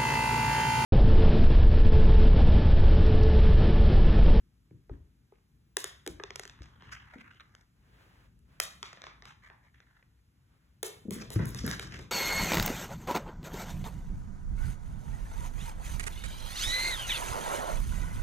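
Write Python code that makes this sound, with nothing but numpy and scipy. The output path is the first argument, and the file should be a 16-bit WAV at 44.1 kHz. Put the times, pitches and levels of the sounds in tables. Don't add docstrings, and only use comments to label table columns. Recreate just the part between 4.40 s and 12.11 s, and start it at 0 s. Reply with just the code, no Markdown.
import sys
import numpy as np
from scipy import signal
from scipy.fft import rfft, irfft, next_fast_len
from scipy.io import wavfile
from scipy.ndimage import map_coordinates

SR = 44100
rng = np.random.default_rng(int(sys.argv[2]) if len(sys.argv) > 2 else 0)


def wav_out(sig):
    wavfile.write(sys.argv[1], SR, np.round(np.clip(np.atleast_2d(sig).T, -1, 1) * 32767).astype(np.int16))


N = 340011


def amp(db):
    return 10 ** (np.asarray(db) / 20)


def unit(x):
    return x / np.sqrt(np.mean(x ** 2) + 1e-20)


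def along(points, hz):
    f, value = np.transpose(points)
    return np.interp(np.log(hz + 1), np.log(f + 1), value)


def level_curve(rows):
    s, db = np.transpose(rows)
    return np.interp(np.arange(N) / SR, s, db, left=-200, right=-200)


def wobble(rate):
    knots = rng.standard_normal(int(N * rate / SR) + 4)
    return map_coordinates(knots, [np.arange(N) * rate / SR])


def filtered(x, response):
    n = x.shape[-1]
    padded = next_fast_len(n + 8192)
    hz = np.fft.rfftfreq(padded, 1 / SR)
    return irfft(rfft(x, padded) * response(hz), padded)[..., :n]


def resonant(x, modes):
    def response(f):
        total = 0
        for k, (center, width, db) in enumerate(modes):
            peak = 1j * f * width / (center * center - f * f + 1j * f * width)
            total = total + (-1) ** k * amp(db) * peak
        return total
    return filtered(x, response)


# (frequency [Hz], likeness [0 to 1])
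LEFT_RIGHT_LIKENESS = [(100, 1), (300, 0.72), (700, 0.15), (2500, 0.059), (4000, 0.76), (7000, 1)]


def spread(pair):
    def shares(hz):
        turn = np.arccos(np.clip(along(LEFT_RIGHT_LIKENESS, hz), 0, 1)) / 2
        return np.array([np.cos(turn), np.sin(turn)])
    mid, side = filtered(pair, shares)
    return np.array([mid + side, mid - side])


def noise(spectrum, grain_db=0, grain_rate=300):
    pair = amp(grain_db * wobble(grain_rate)) * rng.standard_normal((2, N))
    colored = filtered(pair, lambda hz: amp(along(spectrum, hz)))
    return unit(spread(colored))


# (time [s],
# crack level around 2 kHz [dB], treble tilt before its share [dB],
# knock drive over the crack level [dB], gap to the second crack [ms])
CONTACTS = [(0.3092, -37.5, -71, 26, 1.3), (0.4953, -26.5, -50, 34, 2.05), (0.9223, -36.5, -69, 34.5, 0.84),
            (1.369, 3, 0, 13, 1.09), (1.4426, 0.5, -4.5, 8.5, 0.59), (1.6646, -9.5, -8, 20, 0.61),
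            (1.676, -8.5, -1.5, 22, 1.3), (1.7994, -6, -92, 16, 2.4), (1.8371, -4.5, -25.5, 15, 1.12),
            (1.9061, -6, -28, 10, 0.92), (1.9585, -5.5, -9, 4, 2.13), (1.996, -6, -8, 11, 1.47),
            (2.0347, -15, -11, -19, 2.7), (2.0536, -13.5, -11, 11.5, .69), (2.0776, -20, -7, -19, 0.63),
            (2.0972, -14, -22, -22, 1.1), (2.2202, -19.5, -22, 1, 1.76), (2.2405, -25.5, -25, -10.5, 1.1),
            (2.258, -28.5, -14, -11, 0.94), (2.4227, -22, -31, 11, 0.95), (2.9478, -31.5, -26, 11, 1.6),
            (3.0065, -14.5, -47, -32, 0.52), (3.151, -20, -17, -19, 0.61), (3.2114, -32.5, -10, 2.5, 2.2),
            (3.9915, -48, 3, 7.5, .68), (4.201, 5, -0.5, -3.5, 1.59), (4.4294, -2.5, -17, 1.5, 0.86),
            (4.5305, -14.5, -19, 4, 1.52), (4.5734, -16.5, -60, -10, 1.66), (4.619, -12, -25, -3, 0.51),
            (4.64, -11.5, -22, -12, 1.73), (4.6683, -9, -42, 4, 0.87), (4.823, -15, -33, 3.5, 1.01),
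            (4.8549, -16, -11.5, 1.5, 0.8), (5.1007, -14, -71, -0.5, 1.14),
            (5.4037, -20.5, -45.5, -22, .51), (5.6271, -27.5, -55.5, -6, 2.06), (6.4301, -6, 4, 24.5, 2.25),
            (6.708, -15, 5, 17.5, 0.91), (6.8154, -19, -15, 21.5, 1.2), (6.904, -18.5, 3.5, 25, .99),
            (6.993, -9, -66, 14.5, 2.06), (7.056, -22, 8, 15, 0.78), (7.07, -23.5, -6, 0, .58),
            (7.147, -13, -2.5, 16, 1.1), (7.265, -19, 10, 27, 0.5), (7.278, -5, -12, 11.5, 1.33),
            (7.313, -4.5, -6.5, 6, 1), (7.396, -5.5, -6.5, 11.5, 1.3), (7.4274, -11, -42, 4, 0.66),
            (7.523, -13.5, -23, -14, 0.43), (7.5422, -18.5, -10.5, 17, 1.45), (7.5915, -20, -7, 24, 0.8)]
# (frequency [Hz], level [dB])
CRACK_COLOR = [(100, -32.5), (400, -9), (1100, -2), (2000, 0.5), (2800, -2.5), (3600, 3.5), (4700, -0.5),
               (6200, 3), (10000, 1), (16000, -11.5)]
# (frequency [Hz], share)
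TREBLE_SHARE_BY_HZ = [(1100, -0.075), (2000, -0.024), (3400, 0.21), (5600, 0.27), (10000, 1.275),
                      (16000, 1.7)]
# (frequency [Hz], width [Hz], level [dB])
PLANK_MODES = [(397, 70, -3), (843, 120, -0.5), (1270, 56, -1.5)]
# (time [s], room feed over direct feed [dB])
ROOM_FEED = [(0, -13.5), (1.37, -13.5), (2.0, -16.5), (2.45, -3), (3.0, -19.5), (4.2, -11), (4.85, -8),
             (5.6, -15.5), (6.43, -5.5), (6.9, 1), (7.4, -8), (7.7, 0)]


def clicks():
    lead = 100
    t = np.arange(-lead, 500) / SR
    blow = np.pad([1.], (lead + 40, 4000))
    pushed = resonant(blow, [(417, 120, 0.0033)])
    knock = resonant(pushed, PLANK_MODES)
    dry, wet = np.zeros((2, N + SR))
    for s, db, treble_db, knock_db, gap_ms in CONTACTS:
        room_db = np.interp(s, *np.transpose(ROOM_FEED))
        hits = np.zeros(len(t))
        hits[[lead, lead + round(gap_ms * SR / 1000)]] = 1, .7
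        splinters = 0.18 * amp(-60 * np.abs(t) / 0.0055) * (t > 0) * rng.standard_normal(len(t))
        crack = signal.fftconvolve(hits, splinters + (t == 0))[lead:][:len(t)]
        crack = crack / np.linalg.norm(crack)
        room_crack = hits + 0.41 * (t == 0)
        crack, room_crack = filtered(
            np.array([crack, room_crack]),
            lambda hz: amp(db + along(CRACK_COLOR, hz) + treble_db * along(TREBLE_SHARE_BY_HZ, hz)))
        at = round(s * SR) - lead
        dry[at:][:len(t)] += crack
        dry[at:][:len(knock)] += amp(db + knock_db) * knock
        wet[at:][:len(t)] += amp(room_db) * room_crack
        wet[at:][:len(knock)] += amp(db + knock_db + room_db) * knock
    return dry[:N], wet[:N]


# (time [s], strength [dB], pitch [Hz])
PAW_FALLS = [(0.312, -38.5, 143), (0.342, -41.5, 120), (0.513, -26, 55.6), (1.671, -31, 329),
             (1.701, -34, 67.5), (2.206, -33, 70), (2.473, -41, 92.4), (2.757, -37.5, 254),
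             (6.653, -30, 233), (6.683, -20.5, 221), (6.714, -22.5, 192), (6.762, -31, 254),
             (6.809, -34, 230), (6.961, -9.5, 124), (6.996, -18, 194.5), (7.023, -19, 125),
             (7.059, -36, 200), (7.156, -31.5, 114), (7.24, -19, 227), (7.278, -24.5, 121.5),
             (7.449, -33, 142.4), (7.583, -32, 133.6)]


def paws():
    out = np.zeros(N + SR)
    t = np.arange(SR // 3) / SR
    for s, db, hz in PAW_FALLS:
        swing = np.sin(2 * np.pi * hz * t)
        swing += 0.51 * np.sin(2 * np.pi * 1.9 * hz * t) * amp(-60 * t / 0.07)
        swing += .5 * np.sin(2 * np.pi * 300 * t) * amp(-60 * t / .06)
        soft_start = (1 - np.exp(-t / 0.0019)) ** 2
        fade = amp(db - 60 * t / 0.048)
        out[round(s * SR):][:len(t)] -= fade * soft_start * swing
    return out[:N]


# (time [s], length before the fast fade [s],
# level before the slide's shape is counted [dB], varnish ring over the body [dB])
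SLIDES = [(0.501, 0.056, -67.5, -35), (.93, .06, -74.5, -40), (2.105, 0.16, -62.5, -38),
          (2.226, 0.014, -64, 5), (2.254, 0.17, -64.5, -24), (2.373, 0.28, -56, -34),
          (2.514, 0.039, -41.5, -6.5), (2.547, 0.039, -49.5, -41), (2.628, 0.1, -57, -45),
          (2.722, 0.051, -51, -52), (2.772, 0.049, -51, -47), (2.839, 0.074, -53.5, -54),
          (2.902, 0.081, -60.5, -39), (2.997, .016, -48, -39), (3.035, 0.2, -68, -11),
          (4.444, 0.064, -57, -24), (4.532, 0.042, -74, -34), (4.691, 0.15, -75, -40),
          (4.859, 0.064, -52.5, -18), (5.02, 0.076, -54, -38.5), (5.228, 0.068, -64.5, -40.5),
          (5.333, 0.094, -64.5, -26), (5.452, .16, -66, -36), (5.753, 0.046, -79.5, -29.5),
          (6.731, .07, -51.5, -5), (6.8, 0.028, -45.5, 0), (6.918, 0.14, -49.5, -6.5),
          (7.076, 0.11, -59.5, 2), (7.165, 0.15, -50, 4.5), (7.239, 0.11, -40, -5), (7.398, 0.076, -55, 2),
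          (7.499, 0.1, -47.5, -7.5)]
SLIDE_HZ = 1688
SLIDE_SCATTER, CHANCE_SCATTER = .1, .45
TICKS_PER_S, TICK_DB, TICK_SCATTER_DB = 300, 20, 4
SWELL_SHARE = 0.15


def strokes():
    out = np.zeros((2, N + SR))
    grit = np.pad(amp(4.5 * wobble(160) + 4 * wobble(45)), (0, SR))
    for s, length, db, varnish_db in SLIDES:
        hz = SLIDE_HZ * np.exp(SLIDE_SCATTER * rng.standard_normal())
        t = np.arange(round((length + 0.061) * SR)) / SR
        at = slice(round(s * SR), round(s * SR) + len(t))
        swell = 1 - np.exp(-t / (SWELL_SHARE * length))
        fade = amp(-4 * t / length - 60 * np.maximum(t - length, 0) / 0.021)
        shape = swell * fade
        caught = rng.random(len(t)) < TICKS_PER_S / SR
        ticks = caught * amp(TICK_DB + TICK_SCATTER_DB * rng.standard_normal(len(t)))
        hiss = grit[at] * rng.standard_normal((2, len(t)))
        slips = (hiss + ticks * [[1], [0]]) * shape
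        chance = [(hz * np.exp(CHANCE_SCATTER * step), 350, -3) for step in rng.standard_normal(3)]
        body = resonant(resonant(slips, [(hz, 2800, 0)]), [(hz, 900, 0), *chance])
        body = body + resonant(slips, [(747, 110, -14.5), (1130, 300, -9)])
        varnish = resonant(resonant(slips, [(4990, 2500, 0)]), [(5200, 1600, 0)])
        strength = amp(db) * np.sqrt(np.mean(shape ** 2))
        out[:, at] += strength * (unit(body) + amp(varnish_db) * unit(varnish))
    return spread(out[:, :N])


# (time [s], level [dB])
CLOTH_MOVES = [
    [(3.36, -80.5), (3.48, -69), (3.62, -62), (3.86, -66.5), (3.97, -90)],
    [(4.05, -81.5), (4.125, -64.5), (4.2, -69)],
    [(5.9, -90), (6.042, -81), (6.15, -74.5), (6.33, -79), (6.41, -83)],
]
# (frequency [Hz], relative level [dB])
CLOTH_COLOR = [(300, -2), (700, -4), (1600, -1), (3000, -8), (6000, -18), (16000, -23)]


def cloth():
    strength = sum(amp(level_curve(rows)) for rows in CLOTH_MOVES)
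    return strength * noise(CLOTH_COLOR, 1.0, 42)


# (delay [s], level [dB])
WALL_ECHOES = [(0.0168, -17), (.029, -9), (.035, -7.5), (0.051, -14.5)]
# (frequency [Hz], time to lose 60 dB [s])
HALL_FADE = [(150, 0.38), (400, 0.33), (1040, 0.49), (2760, 0.42), (7280, 0.23), (14000, 0.22)]
# (frequency [Hz], rise time constant [s])
TAIL_RISE = [(1500, 0.0025), (5000, 0.017)]
LATE_DB, LATE_T60_S = -21.5, 0.75


def hall(x):
    out = np.zeros((2, N + 2 * SR))
    step = SR // 8
    for start in range(0, N, step):
        hz, t, grains = signal.stft(rng.standard_normal((2, SR // 2)), SR, nperseg=256)
        rise = 1 - np.exp(-(t / along(TAIL_RISE, hz)[:, None]) ** 2)
        fade = amp(-60 * t / along(HALL_FADE, hz)[:, None])
        late = amp(LATE_DB - 60 * t / LATE_T60_S)
        tail = signal.istft(grains * rise * (fade + late), SR, nperseg=256)[1]
        tail = spread(tail) / np.linalg.norm(tail[0])
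        for s, db in WALL_ECHOES:
            rough = np.diff(rng.standard_normal(41) * np.hanning(41))
            tail[:, round(s * SR):][:, :len(rough)] += amp(db) * rough / np.linalg.norm(rough)
        answer = signal.fftconvolve(x[None, start:start + step], tail, axes=1)
        out[:, start:start + answer.shape[1]] += answer
    return out[:, :N]


# (time [s], level before a random sway [dB])
RUMBLE_LEVEL = [(0.0, -64.5), (0.43, -66), (1.09, -67), (2.4, -60), (3.18, -67.5), (4.53, -63),
                (6.05, -69.5), (6.66, -61.5), (6.83, -51.5), (7.09, -41), (7.71, -53.5)]
# (frequency [Hz], relative level [dB])
RUMBLE_COLOR = [(20, -42.5), (40, -2.5), (60, 1.5), (80, -4), (125, -2.5), (200, -9.5), (300, -15.5),
                (500, -28), (900, -60)]
# (frequency [Hz], relative level [dB])
HISS_COLOR = [(200, -8), (600, -1), (1500, 2), (3000, -2), (5000, -4), (9000, -6), (15000, -6.5),
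              (15600, -31)]


def background():
    sway_db = 1.5 * wobble(9)
    rumble = amp(level_curve(RUMBLE_LEVEL) + sway_db) * noise(RUMBLE_COLOR)
    return rumble + amp(-78.0) * noise(HISS_COLOR)


def scene():
    dry, wet = clicks()
    thumps = paws()
    slides = strokes()
    room = hall(wet + amp(-3.5) * thumps + amp(-12.5) * slides[0])
    return dry + thumps + slides + room + cloth() + background()


# (frequency [Hz], lead [radians])
LEFT_LEAD = [(0, 0), (300, -.3), (550, -.8), (1100, -1.5), (1800, -.3), (3600, 1.3), (4600, 3.14),
             (16000, 19.4)]
# (frequency [Hz], left minus right [dB])
BASS_LEAN = [(30, 3), (150, 1.5), (300, 2), (600, 0)]
# (frequency [Hz], level [dB])
MIC_RESPONSE = [(20, -26), (45, 2), (12000, -3), (15500, -5), (16600, -13.5)]
TOP_HZ = 16650


def record(dry):
    def response(hz):
        phase = np.exp(.5j * np.interp(hz, *np.transpose(LEFT_LEAD)))
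        half = phase * amp(along(BASS_LEAN, hz) / 2)
        return np.array([half, 1 / half]) * amp(along(MIC_RESPONSE, hz)) * (hz < TOP_HZ)
    return filtered(dry, response)


dry = scene()
out = record(dry)
wav_out(out)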